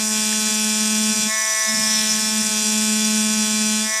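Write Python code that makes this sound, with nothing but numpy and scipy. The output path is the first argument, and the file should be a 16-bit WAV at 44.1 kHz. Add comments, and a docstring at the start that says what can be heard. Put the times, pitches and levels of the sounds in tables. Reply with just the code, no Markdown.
"""An air-driven engraving pen chips at a small stone held in a gloved hand on a padded bench.
Its piston strikes about 215 times a second, puffing out air and drumming through the hand into the bench.
Flakes break off early on. At 1.3 s the pen eases off: it runs faster, sounds more nasal and whistles.
From 1.7 s the tip chatters as it bites again, and two more flakes break off. From 2.5 s the pen is
pressed down, a little slower and drumming hard, until it eases off just before the end at 4 s."""
import sys
import numpy as np
from scipy import signal
from scipy.fft import rfft, irfft, next_fast_len
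from scipy.io import wavfile
from scipy.ndimage import map_coordinates

SR = 44100
rng = np.random.default_rng(int(sys.argv[2]) if len(sys.argv) > 2 else 0)


def log_audio(samples):
    """Write samples as a 16-bit WAV file to the path given in sys.argv[1]."""
    # one column per channel
    frames = np.atleast_2d(samples).T
    # limit to full scale, then quantise
    limited = np.clip(frames, -1, 1)
    pcm = np.round(limited * 32767).astype(np.int16)
    wavfile.write(sys.argv[1], SR, pcm)


N = 176400


def amp(db):
    """Turn decibels into a number to multiply by."""
    return 10 ** (np.asarray(db) / 20)


def unit(x):
    """Scale a sound to an average strength (rms) of 1."""
    return x / np.sqrt(np.mean(x ** 2) + 1e-20)


def curve(rows):
    """Join (time, value) points with straight lines."""
    return np.interp(np.arange(N) / SR, *np.transpose(rows))


def swell(s, half_length):
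    """A smooth bump of height 1 at time s."""
    return np.exp(-((np.arange(N) / SR - s) / half_length) ** 2)


def wobble(rate):
    """A smooth curve through `rate` random points a second."""
    points = rng.standard_normal(int(N * rate / SR) + 4)
    return map_coordinates(points, [np.arange(N) * rate / SR], mode="nearest")


def flutter(count=90):
    """A random zigzag."""
    return curve(np.c_[np.linspace(0, N / SR, count), rng.standard_normal(count)])


def filtered(x, response):
    """Turn each frequency up or down by response(hz)."""
    size = next_fast_len(N + SR // 4)
    return irfft(rfft(x, size) * response(np.fft.rfftfreq(size, 1 / SR)), size)[:N]


def noise(colour, gate=1):
    """Noise of strength 1: gate makes it pulse, colour sets its lows and highs."""
    f, db = np.transpose(colour)
    white = gate * rng.standard_normal(N)
    return unit(filtered(white, lambda hz: amp(np.interp(np.log(hz + 1), np.log(f), db))))


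def ring(x, notes):
    """Let x shake something that rings at these notes; the result has strength 1."""
    return unit(filtered(x, lambda hz: sum(
        amp(db) * 1j * hz * width / (f * f - hz * hz + 1j * hz * width) for f, width, db in notes)))


# Strokes a second: t/s, f/Hz
STROKE_RATE = [(0, 216.2), (.17, 215.4), (.7, 215.1), (1.13, 215.7), (1.25, 215.1), (1.33, 218.4),
               (1.6, 218.3), (1.78, 217.4), (1.92, 217.3), (2.04, 216.3), (2.42, 216.2), (2.58, 214.8),
               (2.78, 215.4), (3.35, 215.4), (3.45, 214.9), (3.79, 215.2), (3.93, 218.5)]
def stroke_angle(jitter_s=5e-6):
    """How far the piston has got: 2 pi for every stroke."""
    rate = curve(STROKE_RATE)
    return 2 * np.pi * (np.cumsum(rate) / SR + jitter_s * rate * wobble(200))


# The pen's lift: t/s, ease (0 pressed on the stone, 1 free)
EASING = [(0, 0.13), (.45, 0), (1.26, 0.05), (1.31, 0.98), (1.62, 0.91), (1.85, 0.75), (2.05, 0.34),
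          (2.4, 0.22), (2.55, 0), (3.81, 0.03), (3.87, 0.57), (3.92, 0.93)]
def eased_off():
    """How far the hand eases the pen off the stone."""
    return curve(EASING)


# Changes in the rasp: t/s, half length/s, gain/dB
RASP_CHANGES = [(.085, .042, -10), (.39, .018, -3), (1.15, .025, -3), (1.994, .13, 4.5), (2.44, .03, -2.5)]
def bite_db():
    """The rasp thins as the tip glances off and swells as it digs in."""
    return sum(db * swell(s, half) for s, half, db in RASP_CHANGES)


def overtone_db(table, k):
    """Level of overtone k; past the table's end they fade by 1 dB each."""
    return table[k - 2] if k - 2 < len(table) else -20 - (k - 1 - len(table))


# Overtones at 2, 3, 4... times the stroke rate, pressed and free: relative level/dB
PRESSED_TONES = [-18, -20, -18, -19, -21, -16, -20.5, -22, -26, -12, -13, -16, -19, -14, -10, -17, -22.5,
                 -12, -24, -28, -11, -16.5, -17, -16, -21, -7, -18, -16, -17, -10.5, -13, -11, -15, -10.5,
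                 -15.5, -16, -13, -22, -17, -25, -23, -15, -13]
FREE_TONES = [-28, -11.5, -18, -8, -18, -18.5, -2.5, -3.5, -4.5, -12, -19, -24, -19, -17, -14, -14.5, -17,
              -23, -28, -24, -11, -19, -9, -20, -11, -19, -19, -18, -11, -9.5, -15, -13, -18, -17, -25, -12,
              -10]
def piston(angle, pressed_db=-23.5, free_db=-26.5, rasp_hz=3800, rasp_width_hz=1570):
    """Each stroke is a loose burst of overtones; their mix shifts as the pen eases off."""
    ease, bite = eased_off(), bite_db()
    stroke_hz = np.mean(curve(STROKE_RATE))
    grain = rng.standard_normal(256)  # one stroke's worth of noise
    swing = np.cos(2 * np.pi * np.arange(256) / 256)
    buzz = np.zeros(N)
    for k in range(2, 46):
        hz = k * stroke_hz
        khz = hz / 1000
        db = (1 - ease) * (pressed_db + overtone_db(PRESSED_TONES, k))
        db += ease * (free_db + overtone_db(FREE_TONES, k))
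        db += (1.04 + 0.21 * khz) * flutter()  # high overtones waver more
        db += bite * np.exp(-((hz - rasp_hz) / rasp_width_hz) ** 2)
        db -= 0.36 * khz  # soften the treble
        burst = rfft(grain * amp((2.5 + 1.4 * khz) * swing))  # high overtones bunch more tightly
        buzz += amp(db) * np.cos(k * angle + np.angle(burst[k]))
    return np.sqrt(2) * buzz


def air_flow(angle, once_db=4, twice_db=-4.1, scatter_db=0.93):
    """The air swells once and twice a stroke, never quite evenly."""
    puff_db = once_db * np.cos(angle) + twice_db * np.cos(2 * angle)
    return amp(puff_db + scatter_db * wobble(200))


# Loudness of the hiss: t/s, relative level/dB
HISS_LEVEL = [(0, -22.5), (1.1, -22), (1.4, -24.5), (1.9, -22), (2.3, -23), (2.9, -22.5), (3.75, -24),
              (4, -25.5)]
# Its colour: f/Hz, relative level/dB
HISS_COLOUR = [(300, -24.5), (560, -30), (760, -14.5), (1000, -22), (1300, -25), (1700, -13), (2500, -16),
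               (3000, -17), (4400, -13.5), (4850, -3), (5950, 3), (6350, -7.5), (6800, -1), (7500, 0),
               (8150, -1.5), (8600, -4.5), (9000, -7), (9550, -0.5), (9930, -14), (10080, -24),
               (10300, -11.5), (10700, -10), (12400, -13), (12950, -21), (13400, -14), (15000, -28.5),
               (16000, -40)]
def exhaust(flow, steady_above_hz=12700, gain_db=-1):
    """Used air hisses out in puffs; its highest fizz is steady."""
    puffed_share = lambda hz: 1 / (1 + (hz / steady_above_hz) ** 8)
    puffs = filtered(noise(HISS_COLOUR, flow), lambda hz: np.sqrt(puffed_share(hz)))
    fizz = filtered(noise(HISS_COLOUR), lambda hz: np.sqrt(1 - puffed_share(hz)))
    return amp(curve(HISS_LEVEL) + gain_db) * (puffs + fizz)


# Drumming in the bench: t/s, level/dB
DRUM_LEVEL = [(0, -28), (.6, -27), (1.11, -23), (1.135, -27), (1.24, -27.5), (1.27, -23), (1.31, -43),
              (1.5, -52), (1.655, -53), (1.69, -31), (2.2, -29.5), (2.39, -25), (2.52, -30), (2.75, -24),
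              (3.2, -22.5), (3.78, -24), (3.88, -30), (3.93, -51)]
# Skids of the tip: t/s, half length/s, knock level/dB, dip in the hum/dB
TIP_SKIDS = [(.415, .015, -44, 3), (.5, .012, -40, 10), (1.146, .018, -36, 3.5), (1.215, .035, -34.5, 3.5),
             (1.78, .04, -37, 1.5), (2.21, .014, -36, 7), (2.44, .022, -36, 6), (2.495, .01, -42, 10),
             (2.64, .02, -44, 4), (3.47, .03, -52, 2.5)]
# Colour of the knocking: f/Hz, relative level/dB
KNOCK_COLOUR = [(30, -35), (100, -20), (150, -6), (200, 6), (240, 7.5), (280, -17), (380, -19), (460, -11),
                (540, -39), (1000, -64)]
def bench(angle, waver_db=.7, uneven_db=-21, loose_db=-18):
    """Blows pass through hand and mat as a hum, which breaks into knocks when the tip skids."""
    drum = amp(curve(DRUM_LEVEL))
    dip_db = sum(dip * swell(s, half) for s, half, _, dip in TIP_SKIDS)
    knock = sum(amp(db) * swell(s, half) for s, half, db, _ in TIP_SKIDS)
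    swing = unit(np.cos(angle + 0.2))  # just ahead of the puff
    hum = drum * amp(waver_db * wobble(25.1) - dip_db) * swing
    uneven = amp(uneven_db) + amp(loose_db) * eased_off()  # a lightly held tip knocks more unevenly
    return hum + (uneven * drum + knock) * noise(KNOCK_COLOUR)


# Loudness of the scraping: t/s, level/dB
SCRAPE_LEVEL = [(1.2, -48), (1.35, -53), (1.65, -47), (1.85, -42), (2.01, -34), (2.1, -39), (2.5, -48)]
# Its colour: f/Hz, relative level/dB
SCRAPE_COLOUR = [(400, -64), (800, -12), (1200, -14), (1750, 7), (3600, 13), (4500, -9), (15000, -59)]
def scrape(flow):
    """The tip scrapes the stone at each stroke, more softly when it glances off."""
    glance_db = np.minimum(bite_db(), 0)
    return amp(curve(SCRAPE_LEVEL) + glance_db) * noise(SCRAPE_COLOUR, flow ** 2)


# Colour of the room: f/Hz, relative level/dB
ROOM_COLOUR = [(20, 2), (55, 3), (78, 8), (100, 1), (1000, -35), (10000, -32)]
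def room(level_db=-64.5):
    """The room rumbles faintly all the way through."""
    return amp(level_db) * noise(ROOM_COLOUR)


# Hand movements: t/s, half length/s, level/dB
HAND_MOVES = [(.15, .25, -52), (1.79, .08, -45), (2.12, .25, -48)]
# Colour of their rumble: f/Hz, relative level/dB
MAT_COLOUR = [(45, -25), (75, -6), (105, -10), (150, 1), (190, -2), (270, -40)]
def hands():
    """The hands rock the stone against the mat."""
    return sum(amp(db) * swell(s, half) for s, half, db in HAND_MOVES) * noise(MAT_COLOUR)


# Flakes breaking off: t/s, relative level/dB
FLAKES = [(.091, -27), (.325, -16.5), (.471, -26), (2.183, -23), (2.418, -24)]
# Notes of the stone: f/Hz, relative level/dB
STONE_NOTES = [(1745, 0), (2080, -12)]
def chips(rise_s=.0012, fade_s=.0045, crumbs_per_s=50, crumb_db=-36, scatter_db=3):
    """Flakes and crumbs break off while the tip presses; each one ticks in the stone."""
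    t = np.arange(SR // 20) / SR
    shape = (1 - np.exp(-t / rise_s)) * np.exp(-t / fade_s)
    tick = shape * sum(amp(db) * np.sin(2 * np.pi * hz * t) for hz, db in STONE_NOTES)
    crumbs = rng.random(N) < crumbs_per_s / SR * (1 - eased_off())
    breaks = crumbs * amp(crumb_db + scatter_db * rng.standard_normal(N))
    for s, db in FLAKES:
        breaks[round(s * SR)] += amp(db)
    return signal.fftconvolve(breaks, tick)[:N]


def tip_shaking(angle, flow, slip_rad=.025, scatter_db=2.5, noise_db=-7):
    """The blows shake the steel tip, partly in step and partly at random."""
    strokes = np.floor((angle + slip_rad * wobble(30)) / (2 * np.pi))
    clicks = np.diff(strokes, prepend=strokes[0])
    blows = unit(clicks * amp(scatter_db * wobble(120)))
    return blows + amp(noise_db) * rng.standard_normal(N) * unit(flow)


# Loudness of the whistle: t/s, level/dB
WHISTLE_LEVEL = [(1.33, -42), (1.38, -30), (1.66, -29.5), (1.72, -40), (1.86, -36), (1.9, -26.5),
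                 (2.14, -27), (2.22, -35), (2.55, -42), (3.87, -40), (3.93, -30)]
# The tip's high note: f/Hz, width/Hz, relative level/dB
WHISTLE_NOTE = [(5885, 60, 0)]
def whistle(shaking):
    """The shaken tip whistles at its highest note."""
    return amp(curve(WHISTLE_LEVEL)) * ring(shaking, WHISTLE_NOTE)


# Screeches: t/s, half length/s, first note's level/dB, second note's level/dB
SCREECHES = [(1.705, .04, -31, -42), (1.76, .025, -28, -28), (1.82, .04, -26.5, -35),
             (1.9, .045, -31, -28.5), (1.985, .05, -28, -31), (2.1, .07, -33, -28.5),
             (2.26, .06, -33, -28.5), (2.41, .025, -32, -28.5)]
# The tip's two lower notes: f/Hz, width/Hz, level/dB (evened out by ring)
CHATTER_NOTES = [(5220, 60, 2), (5420, 60, 1)]
def chatter(shaking):
    """The tip chatters on the stone, ringing in short screeches."""
    sound = np.zeros(N)
    for i, note in enumerate(CHATTER_NOTES):
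        loudness = sum(amp(levels[i]) * swell(s, half) for s, half, *levels in SCREECHES)
        sound += loudness * ring(shaking, [note])
    return sound


def scene():
    """One stroke cycle drives the whole pen; room, hands and chips join it in one channel."""
    angle = stroke_angle()
    flow = air_flow(angle)
    pen = piston(angle) + exhaust(flow) + bench(angle)
    shaking = tip_shaking(angle, flow)
    tip = scrape(flow) + whistle(shaking) + chatter(shaking)
    return (pen + tip + room() + hands() + chips())[None]


def record(dry, top_hz=15600):
    """Cut away the very highest treble."""
    return np.array([filtered(x, lambda hz: hz < top_hz) for x in dry])


dry = scene()
out = record(dry)
log_audio(out)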